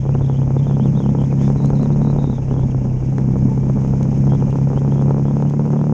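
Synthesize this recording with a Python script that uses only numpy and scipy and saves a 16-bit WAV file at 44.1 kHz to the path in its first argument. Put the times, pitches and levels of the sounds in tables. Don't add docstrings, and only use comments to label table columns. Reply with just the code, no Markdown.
import sys
import numpy as np
from scipy import signal
from scipy.fft import rfft, irfft
from scipy.io import wavfile
from scipy.ndimage import uniform_filter1d

SR = 44100
rng = np.random.default_rng(int(sys.argv[2]) if len(sys.argv) > 2 else 0)


def unload_audio(sound):
    columns = np.transpose(np.atleast_2d(sound))
    steps = np.round(np.clip(columns, -1, 1) * 32767)
    wavfile.write(sys.argv[1], SR, steps.astype(np.int16))


N = 261513
TIME = np.arange(N) / SR


def amp(db):
    return 10 ** (np.asarray(db) / 20)


def unit(x):
    return x / np.sqrt(np.mean(x ** 2) + 1e-20)


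def curve(rows, t=TIME):
    return np.interp(t, *np.transpose(rows))


def colour(points, hz):
    f, db = np.transpose(points)
    return amp(np.interp(np.log(hz + 1), np.log(f + 1), db))


def wander(rate):
    hz = np.fft.rfftfreq(N, 1 / SR)
    low_pass = 1 / np.sqrt(1 + (hz / rate) ** 6)
    return unit(irfft(rfft(rng.standard_normal(N)) * low_pass, N))


# (frequency [Hz], level [dB])
PORT_DIFFERENCE = [(25, -17), (60, -23.5), (130, -22), (260, -27.5), (500, -16), (1000, -12.5),
                   (2000, -21.5), (4500, -37.5), (7000, -40), (9000, -12.5), (12000, 4)]


def noise(points):
    hz = np.fft.rfftfreq(N, 1 / SR)
    mid, side = rfft(rng.standard_normal((2, N))) * colour(points, hz)
    side = side * colour(PORT_DIFFERENCE, hz)
    return unit(irfft(np.array([mid + side, mid - side]), N))


def ring(points, size=2048):
    log_gain = np.log(colour(points, abs(np.fft.fftfreq(size, 1 / SR))))
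    spectrum = np.exp(np.conj(signal.hilbert(log_gain)))
    response = np.fft.ifft(spectrum).real[:size // 2]
    return response / abs(response).max()


def add(mix, s, sound):
    part = mix[max(round(s * SR), 0):][:len(sound)]
    part += sound[:len(part)]


# (time [s], four-stroke cycle rate [cycles/s])
ENGINE_SPEED = [(0.0, 32.64), (0.1, 34.22), (0.5, 33.38), (0.66, 34.88), (0.8, 34.1), (1.4, 34.1),
                (2.0, 35.61), (2.26, 35.12), (2.34, 32.4), (2.5, 33.41), (3.0, 31.96), (3.13, 33.78),
                (3.3, 32.61), (3.8, 33.55), (4.5, 34.08), (5.25, 34.77), (5.93, 36.95)]


def cycles():
    return np.cumsum(curve(ENGINE_SPEED)) / SR - 1 / 8


def stroke():
    return np.cos(2 * np.pi * (cycles() - .1))


# (time [s], opening [0-1])
THROTTLE_OPENING = [(0, 0.59), (.58, 0.44), (.82, 0.95), (2.1, 0.91), (2.32, 0.57), (3.12, 0.71),
                    (3.33, 0.96), (4.9, 0.85), (5.93, 0.95)]
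# (time [s], relative level [dB])
DRONE_LEVEL = [(0, -19.5), (.12, -15.5), (.2, -17), (.8, -15.5), (1.1, -15.5), (2.1, -16), (2.35, -20),
               (2.55, -17), (3, -20), (3.2, -16.5), (4, -17), (4.35, -14), (4.68, -17), (5.05, -14.5),
               (5.22, -17.5), (5.3, -16.5), (5.8, -16)]
# (multiple of the cycle rate, level with throttle shut [relative dB], level with it open [relative dB])
ENGINE_ORDERS = [(2, -19, -12), (3, -5.5, -13), (4, 5, 2), (5, -21, -5), (6, -24.5, -3), (7, -10, -18),
                 (8, -27, -15), (9, -41, -41.5), (10, -37.5, -19.5), (12, -48.5, -52)]


def engine(uneven=0.15, rough=.17, throb_db=0.7, lope=0.083):
    boom_db, boom_fall_db, boom_speed = 2.0, 3.5, 33.3
    turns, opening = cycles(), np.clip(curve(THROTTLE_OPENING), 0, 1)
    pull = np.interp(opening, [.6, .82], [0, 1])
    pipe_lag, pipe_spread = .5, .87 + .48 * pull
    throb = wander(9)
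    drone = np.zeros(N)
    for order, shut_db, open_db in ENGINE_ORDERS:
        k = round(order)
        above_firing = k - 4
        blur = uneven if k == 4 else rough
        burn = 1 + blur * (wander(14) + 1j * wander(14))
        delay = above_firing * (pipe_lag + pipe_spread * max(above_firing, 0))
        tone = burn * np.exp(1j * (2 * np.pi * k * turns - delay))
        if k == 2:
            revs_past = np.maximum(curve(ENGINE_SPEED) - boom_speed, 0)
            tone = tone * amp(boom_db - boom_fall_db * revs_past)
        order_gain = amp(shut_db + opening * (open_db - shut_db))
        drone -= order_gain * tone.real
    loping = 1 + lope * (1 - pull) * stroke()
    return amp(curve(DRONE_LEVEL) + throb_db * throb) * drone * loping


def shake(times, revs_db=1.5, revs_range=1.7, load_db=1.0):
    cruise = 34
    from_revs = revs_db * (1 - np.exp((cruise - curve(ENGINE_SPEED, times)) / revs_range))
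    return from_revs + load_db * (curve(THROTTLE_OPENING, times) - 1)


# (frequency [Hz], relative density [dB])
RUMBLE_COLOUR = [(10, -20), (25, -6), (55, -2), (95, -9), (140, -4), (175, -8), (235, 0), (310, -13.5),
                 (540, -19), (690, -27), (880, -26), (1200, -39), (1800, -48), (6000, -110)]
# (time [s], relative level [dB])
ROAD_BUMPS = [(0, 2.5), (1.4, -9.5), (1.6, 2.5), (1.9, 9), (2.3, 7), (2.95, 9.5), (3.15, -2.5), (3.6, 6),
              (4.4, 2.5), (5, -9.5), (5.93, -35.5)]
# (frequency [Hz], relative density [dB])
HISS_COLOUR = [(700, -10.5), (1500, 7.5), (2300, 9.5), (2900, 3), (3600, -2.5), (4400, -7), (5200, 5.5),
               (6200, 6.5), (6500, 10), (6900, 2.5), (8000, -9), (9500, -14.5), (11300, -37),
               (14000, -63.5)]
# (time [s], relative level [dB])
HISS_STRENGTH = [(0, -58), (1.8, -56), (2.8, -58.5), (4.2, -55), (4.9, -56.5), (5.93, -58.5)]


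def road(rumble_db=-25.0, load_db=3, swell_db=2.8, hiss_db=3.5, chop=0.055, pulse=0.35):
    bump_share, thud_share, shake_share = .12, .26, .3
    spray_s, spray_width_s, spray_db = 1.444, 0.048, 7
    swell = bump_share * curve(ROAD_BUMPS) + load_db * (curve(THROTTLE_OPENING) - 1)
    swell = swell + shake_share * shake(TIME) + swell_db * wander(48)
    rumble = amp(rumble_db + swell) * (1 + pulse * stroke()) * noise(RUMBLE_COLOUR)
    low_pass = signal.butter(2, 100, fs=SR, output="sos")
    deep = signal.sosfiltfilt(low_pass, rumble)
    rumble = rumble - deep + deep * amp(thud_share * curve(ROAD_BUMPS))
    firing = np.cos(8 * np.pi * cycles())
    spray = spray_db * np.exp(-((TIME - spray_s) / spray_width_s) ** 2)
    hiss_gain = amp(curve(HISS_STRENGTH) + spray + hiss_db + wander(30))
    hiss = hiss_gain * (1 + chop * firing) * noise(HISS_COLOUR)
    return rumble + hiss


# (start [s], length [s], pitch at the start [Hz], in the middle [Hz],
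# at the end [Hz], relative level [dB])
WHISTLING_GUSTS = [(0, 0.049, 3125, 3254, 3015, -58.5), (0.055, .04, 3013, 3100, 2957, -60),
                   (0.113, .035, 2548, 2500, 2820, -54.5), (.172, .025, 2850, 3100, 3270, -59),
                   (.213, 0.06, 3663, 3340, 3700, -54.5), (.265, 0.078, 3476, 3297, 3452, -57),
                   (0.333, .058, 2923, 3180, 3354, -55), (0.403, .035, 3000, 3050, 3280, -57),
                   (0.574, 0.038, 3282, 3495, 3090, -56), (0.624, .04, 3060, 3138, 3148, -55.5),
                   (0.662, 0.11, 3700, 3348, 3400, -56), (0.785, .078, 2955, 3300, 3670, -54.5),
                   (0.852, .048, 3400, 2950, 2437, -53.5), (.938, .065, 3165, 3612, 3520, -54),
                   (.995, 0.068, 3456, 3190, 2952, -53), (1.054, .055, 3230, 3036, 3377, -56),
                   (1.177, .078, 3245, 3076, 3246, -53), (1.303, .027, 2650, 2397, 2185, -51.5),
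                   (1.379, .115, 2900, 3468, 3550, -54.5), (1.565, 0.067, 3997, 4043, 3800, -58),
                   (1.618, .075, 3750, 4000, 4300, -55), (1.748, .052, 4180, 3760, 3763, -58),
                   (1.8, .068, 3733, 4020, 3420, -56.5), (1.918, 0.028, 3650, 3846, 4114, -56.5),
                   (2.012, .04, 4100, 3780, 4160, -56.5), (2.05, .08, 3850, 3900, 3950, -55.5),
                   (2.177, 0.071, 3845, 3650, 3590, -54.5), (2.23, 0.11, 3850, 3724, 3950, -54.5),
                   (2.321, .075, 3650, 3600, 3437, -55.5), (2.418, 0.028, 2887, 2600, 2487, -55),
                   (2.471, .085, 2816, 3025, 3600, -57), (2.567, .082, 3320, 3250, 3550, -56.5),
                   (2.705, 0.024, 3260, 3000, 2683, -55), (2.788, 0.07, 2845, 2796, 2817, -62),
                   (2.893, 0.024, 2764, 2650, 2500, -57), (2.956, .065, 2738, 2900, 2758, -62),
                   (3.073, .04, 2700, 2650, 2520, -59), (4.138, 0.046, 2547, 2786, 3303, -59.5),
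                   (4.29, .08, 3146, 3300, 3344, -54.5), (4.391, 0.038, 3150, 2850, 2513, -59),
                   (4.455, .035, 3036, 2750, 2470, -59), (4.493, 0.04, 2390, 2750, 2953, -56.5),
                   (4.755, .045, 2836, 3050, 3393, -54), (4.905, .05, 3006, 3350, 3455, -57.5),
                   (4.963, .057, 3150, 3286, 3480, -56.5), (5.242, 0.062, 3036, 3247, 3260, -57.5),
                   (5.295, .03, 3200, 3450, 3350, -64), (5.456, 0.052, 2840, 3037, 3404, -59),
                   (5.767, 0.041, 3225, 3300, 3200, -61)]


def whistle(level_db=-0.7, waver_db=2.5, lull_swell_db=3):
    lull_hz, lull_db = 2650, -75
    pitch = np.full(N, float(lull_hz))
    level = amp(lull_db + lull_swell_db * wander(8))
    for start, length, *path_hz, db in WHISTLING_GUSTS:
        gust = (TIME >= start) & (TIME < start + length)
        along = (TIME[gust] - start) / length
        swell = signal.windows.tukey(len(along), .3)
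        pitch[gust] = np.polyval(np.polyfit([0, .5, 1], path_hz, 2), along)
        level[gust] += swell * (amp(db) - level[gust])
    pitch = uniform_filter1d(pitch, round(.004 * SR))
    breathy = np.interp(pitch, [2900, 3700], [.8, .45])
    breathy = breathy * np.interp(level, amp([-58, -53]), [1, .5])
    flutter = 90 * wander(75)
    turn = np.exp(2j * np.pi * np.cumsum(pitch + flutter) / SR)
    rasp = 1 + breathy * (wander(340) + 1j * wander(340))
    tone = (turn * rasp).real / np.sqrt(1 + 2 * breathy ** 2)
    return amp(level_db) * level * unit(tone * amp(waver_db * wander(82)))


def gears(level_db=-62, teeth=70.3, blur=.35):
    road_speed = uniform_filter1d(curve(ENGINE_SPEED), SR // 2)
    turn = np.exp(2j * np.pi * teeth * np.cumsum(road_speed) / SR)
    level = curve([(0, -4.5), (2.2, -6), (2.8, -4), (3.4, -5.5), (4.3, -3), (5.93, -11.5)])
    fuzz = 1 + blur * (wander(35) + 1j * wander(35))
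    return amp(level_db + level) * unit((turn * fuzz).real)


# (time [s], relative level [dB])
MOUNT_KNOCKS = [(0.0532, -23.5), (0.0625, -23.5), (0.0925, -18.5), (0.1511, -16.5), (0.159, -25),
                (0.2099, -21), (0.2978, -18.0), (0.4178, -21.5), (0.4318, -25), (0.4776, -22),
                (0.506, -19.5), (0.566, -18), (0.669, -20), (0.697, -22), (0.711, -19.5), (0.7691, -20),
                (0.798, -17), (0.8574, -19), (0.9507, -26), (0.9747, -21.5), (1.0033, -19), (1.04, -25),
                (1.0613, -18), (1.0916, -20), (1.1503, -18), (1.1863, -21.0), (1.216, -21.5), (1.2389, -22),
                (1.327, -18.5), (1.4144, -19.5), (1.479, -19), (1.5018, -16.5), (1.5596, -20.5),
                (1.6027, -21), (1.6369, -24.5), (1.646, -17.5), (1.7037, -15.5), (1.7329, -20.5),
                (1.796, -22), (1.832, -19.5), (1.859, -19.5), (1.904, -19), (1.9162, -28), (1.9601, -22),
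                (2.0173, -18), (2.049, -18.5), (2.0722, -19), (2.1009, -19), (2.1296, -20.5),
                (2.1629, -20.0), (2.187, -18), (2.2425, -18), (2.2987, -21), (2.329, -23.5), (2.3825, -22),
                (2.5116, -19.5), (2.541, -21), (2.5647, -22), (2.5945, -21.0), (2.7468, -20.5),
                (2.857, -24), (2.869, -26), (3.0257, -26.5), (3.1829, -19.5), (3.1991, -25.5),
                (3.2881, -22.5), (3.3574, -21), (3.3658, -22), (3.577, -21.5), (3.6981, -18), (3.7731, -22),
                (3.8182, -24.5), (3.8484, -19.5), (3.9364, -18.5), (4.0106, -19.5), (4.0548, -22),
                (4.1162, -24), (4.129, -22.5), (4.2696, -21), (4.2765, -20.5), (4.321, -16.5), (4.335, -19),
                (4.351, -20), (4.4238, -17.5), (4.482, -23), (4.5278, -21), (4.557, -17), (4.5867, -21.5),
                (4.6154, -24.5), (4.6721, -22.5), (4.7024, -20), (4.717, -22), (4.732, -20), (4.7659, -23),
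                (4.775, -17), (4.8183, -22), (4.8489, -19.5), (4.878, -21), (4.9223, -19.5), (4.9576, -22),
                (4.981, -22), (4.9942, -20), (5.0137, -20), (5.023, -17.5), (5.0587, -25), (5.0719, -23),
                (5.0817, -20), (5.0942, -20.5), (5.1082, -14.5), (5.145, -19), (5.1675, -21),
                (5.1817, -19.5), (5.1965, -20), (5.2542, -18.5), (5.2828, -20.5), (5.3106, -19.5),
                (5.3386, -26), (5.3685, -17.5), (5.4017, -21.5), (5.4247, -15.5), (5.4523, -22.5),
                (5.509, -23), (5.5376, -19), (5.5949, -17.5), (5.6073, -24), (5.6213, -24), (5.654, -20.5),
                (5.6627, -21), (5.6772, -22), (5.7042, -19), (5.7324, -19), (5.7379, -19.5), (5.746, -25),
                (5.76, -22.5), (5.765, -20), (5.7917, -21), (5.8142, -17.5), (5.841, -18.5), (5.869, -20),
                (5.896, -18.5), (5.9237, -17.5)]
# (place in the cycle [0-1], greatest relative strength [dB], relative scatter [dB])
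CYCLE_JOLTS = [(0, -2.5, 7), (0.209, -6, 7.5), (0.469, 3, 9), (0.709, -1.5, 9.5)]
# (frequency [Hz], relative level [dB])
CASE_RING = [(30, -28), (130, 3), (280, 4), (480, 3.5), (660, -6), (820, -3.5), (980, -7), (1130, -14),
             (1330, -15.5), (1750, -26.5), (2250, -36), (4000, -41), (9000, -71)]


def clatter(loud_db=6.5, light_db=-16, light_limit_db=-22, contact_s=.00008, bounce_s=0.0022,
            chatter=0.2, steadying=0.96, hardening=0.56, revs_hardening=0.56, seesaw_db=2):
    turns = cycles()
    place, strength_db, scatter_db = np.transpose(CYCLE_JOLTS)
    whole = np.arange(1, int(turns[-1]))[:, None]
    times = np.interp(whole + place, turns, TIME)
    slip, force = rng.standard_normal((2, *times.shape))
    times = times + .0006 * slip
    shaking = shake(times)
    scatter = scatter_db * amp(-steadying * shaking) * (np.minimum(force, 1) - 1)
    sizes = light_db + shaking + strength_db + scatter
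    seesaw = np.tanh(2 * np.interp(times, TIME, wander(3)))
    sizes += seesaw_db * seesaw * (-1) ** whole
    sizes = np.minimum(sizes, light_limit_db + .5 * shaking)
    free = abs(times[..., None] - np.array(MOUNT_KNOCKS)[:, 0]).min(-1) > .005
    blows = [(s, db + loud_db) for s, db in MOUNT_KNOCKS]
    blows += list(zip(times[free], sizes[free]))
    t, push = np.arange(-56, 57) / SR, np.zeros(N)
    variations = rng.uniform(-1.3, 0.95, (len(blows), 3))
    for (s, db), (soft, late, back) in zip(blows, variations):
        hardness_db = hardening * (db - light_db) + revs_hardening * shake(s)
        width = contact_s * 2 ** (soft / 2) * amp(-hardness_db)
        contact = np.exp(-.5 * (t / width) ** 2)
        contact *= amp(db) / contact.sum()
        add(push, s + t[0], contact)
        for delay, size in zip(rng.uniform(.002, .011, 3), rng.uniform(-1, 1, 3)):
            add(push, s + t[0] + delay, chatter * size * contact)
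        bounce_delay = bounce_s * 2 ** (late / 2)
        add(push, s + t[0] + bounce_delay, 0.39 * back ** 2 * contact)
    return -signal.oaconvolve(push, ring(CASE_RING))[:N]


# (time [s],
# level [dB], brightness [dB per octave])
GRAVEL_STRIKES = [(.15, -40, 3), (.332, -42, 2), (.855, -38, 4), (1.221, -37, 2), (1.325, -40, 1),
                  (1.489, -39, 1), (1.5, -37, 4), (1.525, -39, 3), (1.65, -33, 3), (1.6585, -28, 5),
                  (1.702, -34, 1), (1.8305, -30, 2), (2.601, -41, 3), (3.131, -42, 4), (3.1805, -41, 6),
                  (3.183, -24, -6), (3.5, -39, 5), (3.876, -37, 2), (4.03, -25.5, 0), (4.349, -38, 2),
                  (4.499, -37, 4), (4.507, -32, 2), (4.555, -37, -2), (4.794, -37, 4), (5.021, -38, 2),
                  (5.106, -40, 1), (5.423, -37, 2), (5.499, -32, 4), (5.66, -36, 1), (5.705, -39, 2),
                  (5.815, -39, 1)]
# (frequency [Hz], relative level [dB])
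STRIKE_RING = [(500, -14), (1500, 8), (2400, 8), (4400, 0), (5600, 2), (6200, 5), (6500, 12), (6900, 3),
               (7600, -3), (9000, -7), (10200, -18), (11300, -24), (11900, -20), (13500, -40)]


def gravel(skid_s=0.0013, grit_db=-52, grit_per_s=30, grit_spread_db=3):
    hits = rng.random(N) < grit_per_s / SR
    grit = hits * amp(grit_db + grit_spread_db * np.minimum(rng.exponential(1, N), 3))
    out = signal.oaconvolve(grit, ring(STRIKE_RING))[:N]
    t = np.arange(800) / SR
    for s, db, brightness in GRAVEL_STRIKES:
        skid = .1 * rng.standard_normal(len(t)) * np.exp(-t / skid_s)
        crack = (t == 0) + skid
        body = ring([(hz, level + brightness * np.log2(hz)) for hz, level in STRIKE_RING])
        add(out, s, amp(db) * np.convolve(crack, body))
    return out


# (start [s], length [s], pitch [Hz], level [dB])
FAIRING_MOANS = [(.78, 0.066, 220.4, -14), (1.575, 0.094, 900, -38.5), (2, 0.089, 231.6, -21.5),
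                 (2.81, .13, 225.3, -17), (3.464, 0.098, 884, -37), (4.95, .12, 233.3, -18.5)]


def fairing():
    out = np.zeros(N)
    for s, length, hz, db in FAIRING_MOANS:
        t = np.arange(0, length, 1 / SR)
        add(out, s, amp(db) * np.hanning(len(t)) * np.sin(2 * np.pi * hz * t))
    return out


def scene():
    return engine() + road() + whistle() + gears() + clatter() + gravel() + fairing()


def record(dry, ceiling=1.0, edge_hz=15600):
    rounded = dry / (1 + (dry / ceiling) ** 8) ** (1 / 8)
    rounded = rounded * signal.windows.tukey(N, .001)
    low_pass = signal.butter(12, edge_hz, fs=SR, output="sos")
    return signal.sosfiltfilt(low_pass, rounded)


dry = scene()
out = record(dry)
unload_audio(out)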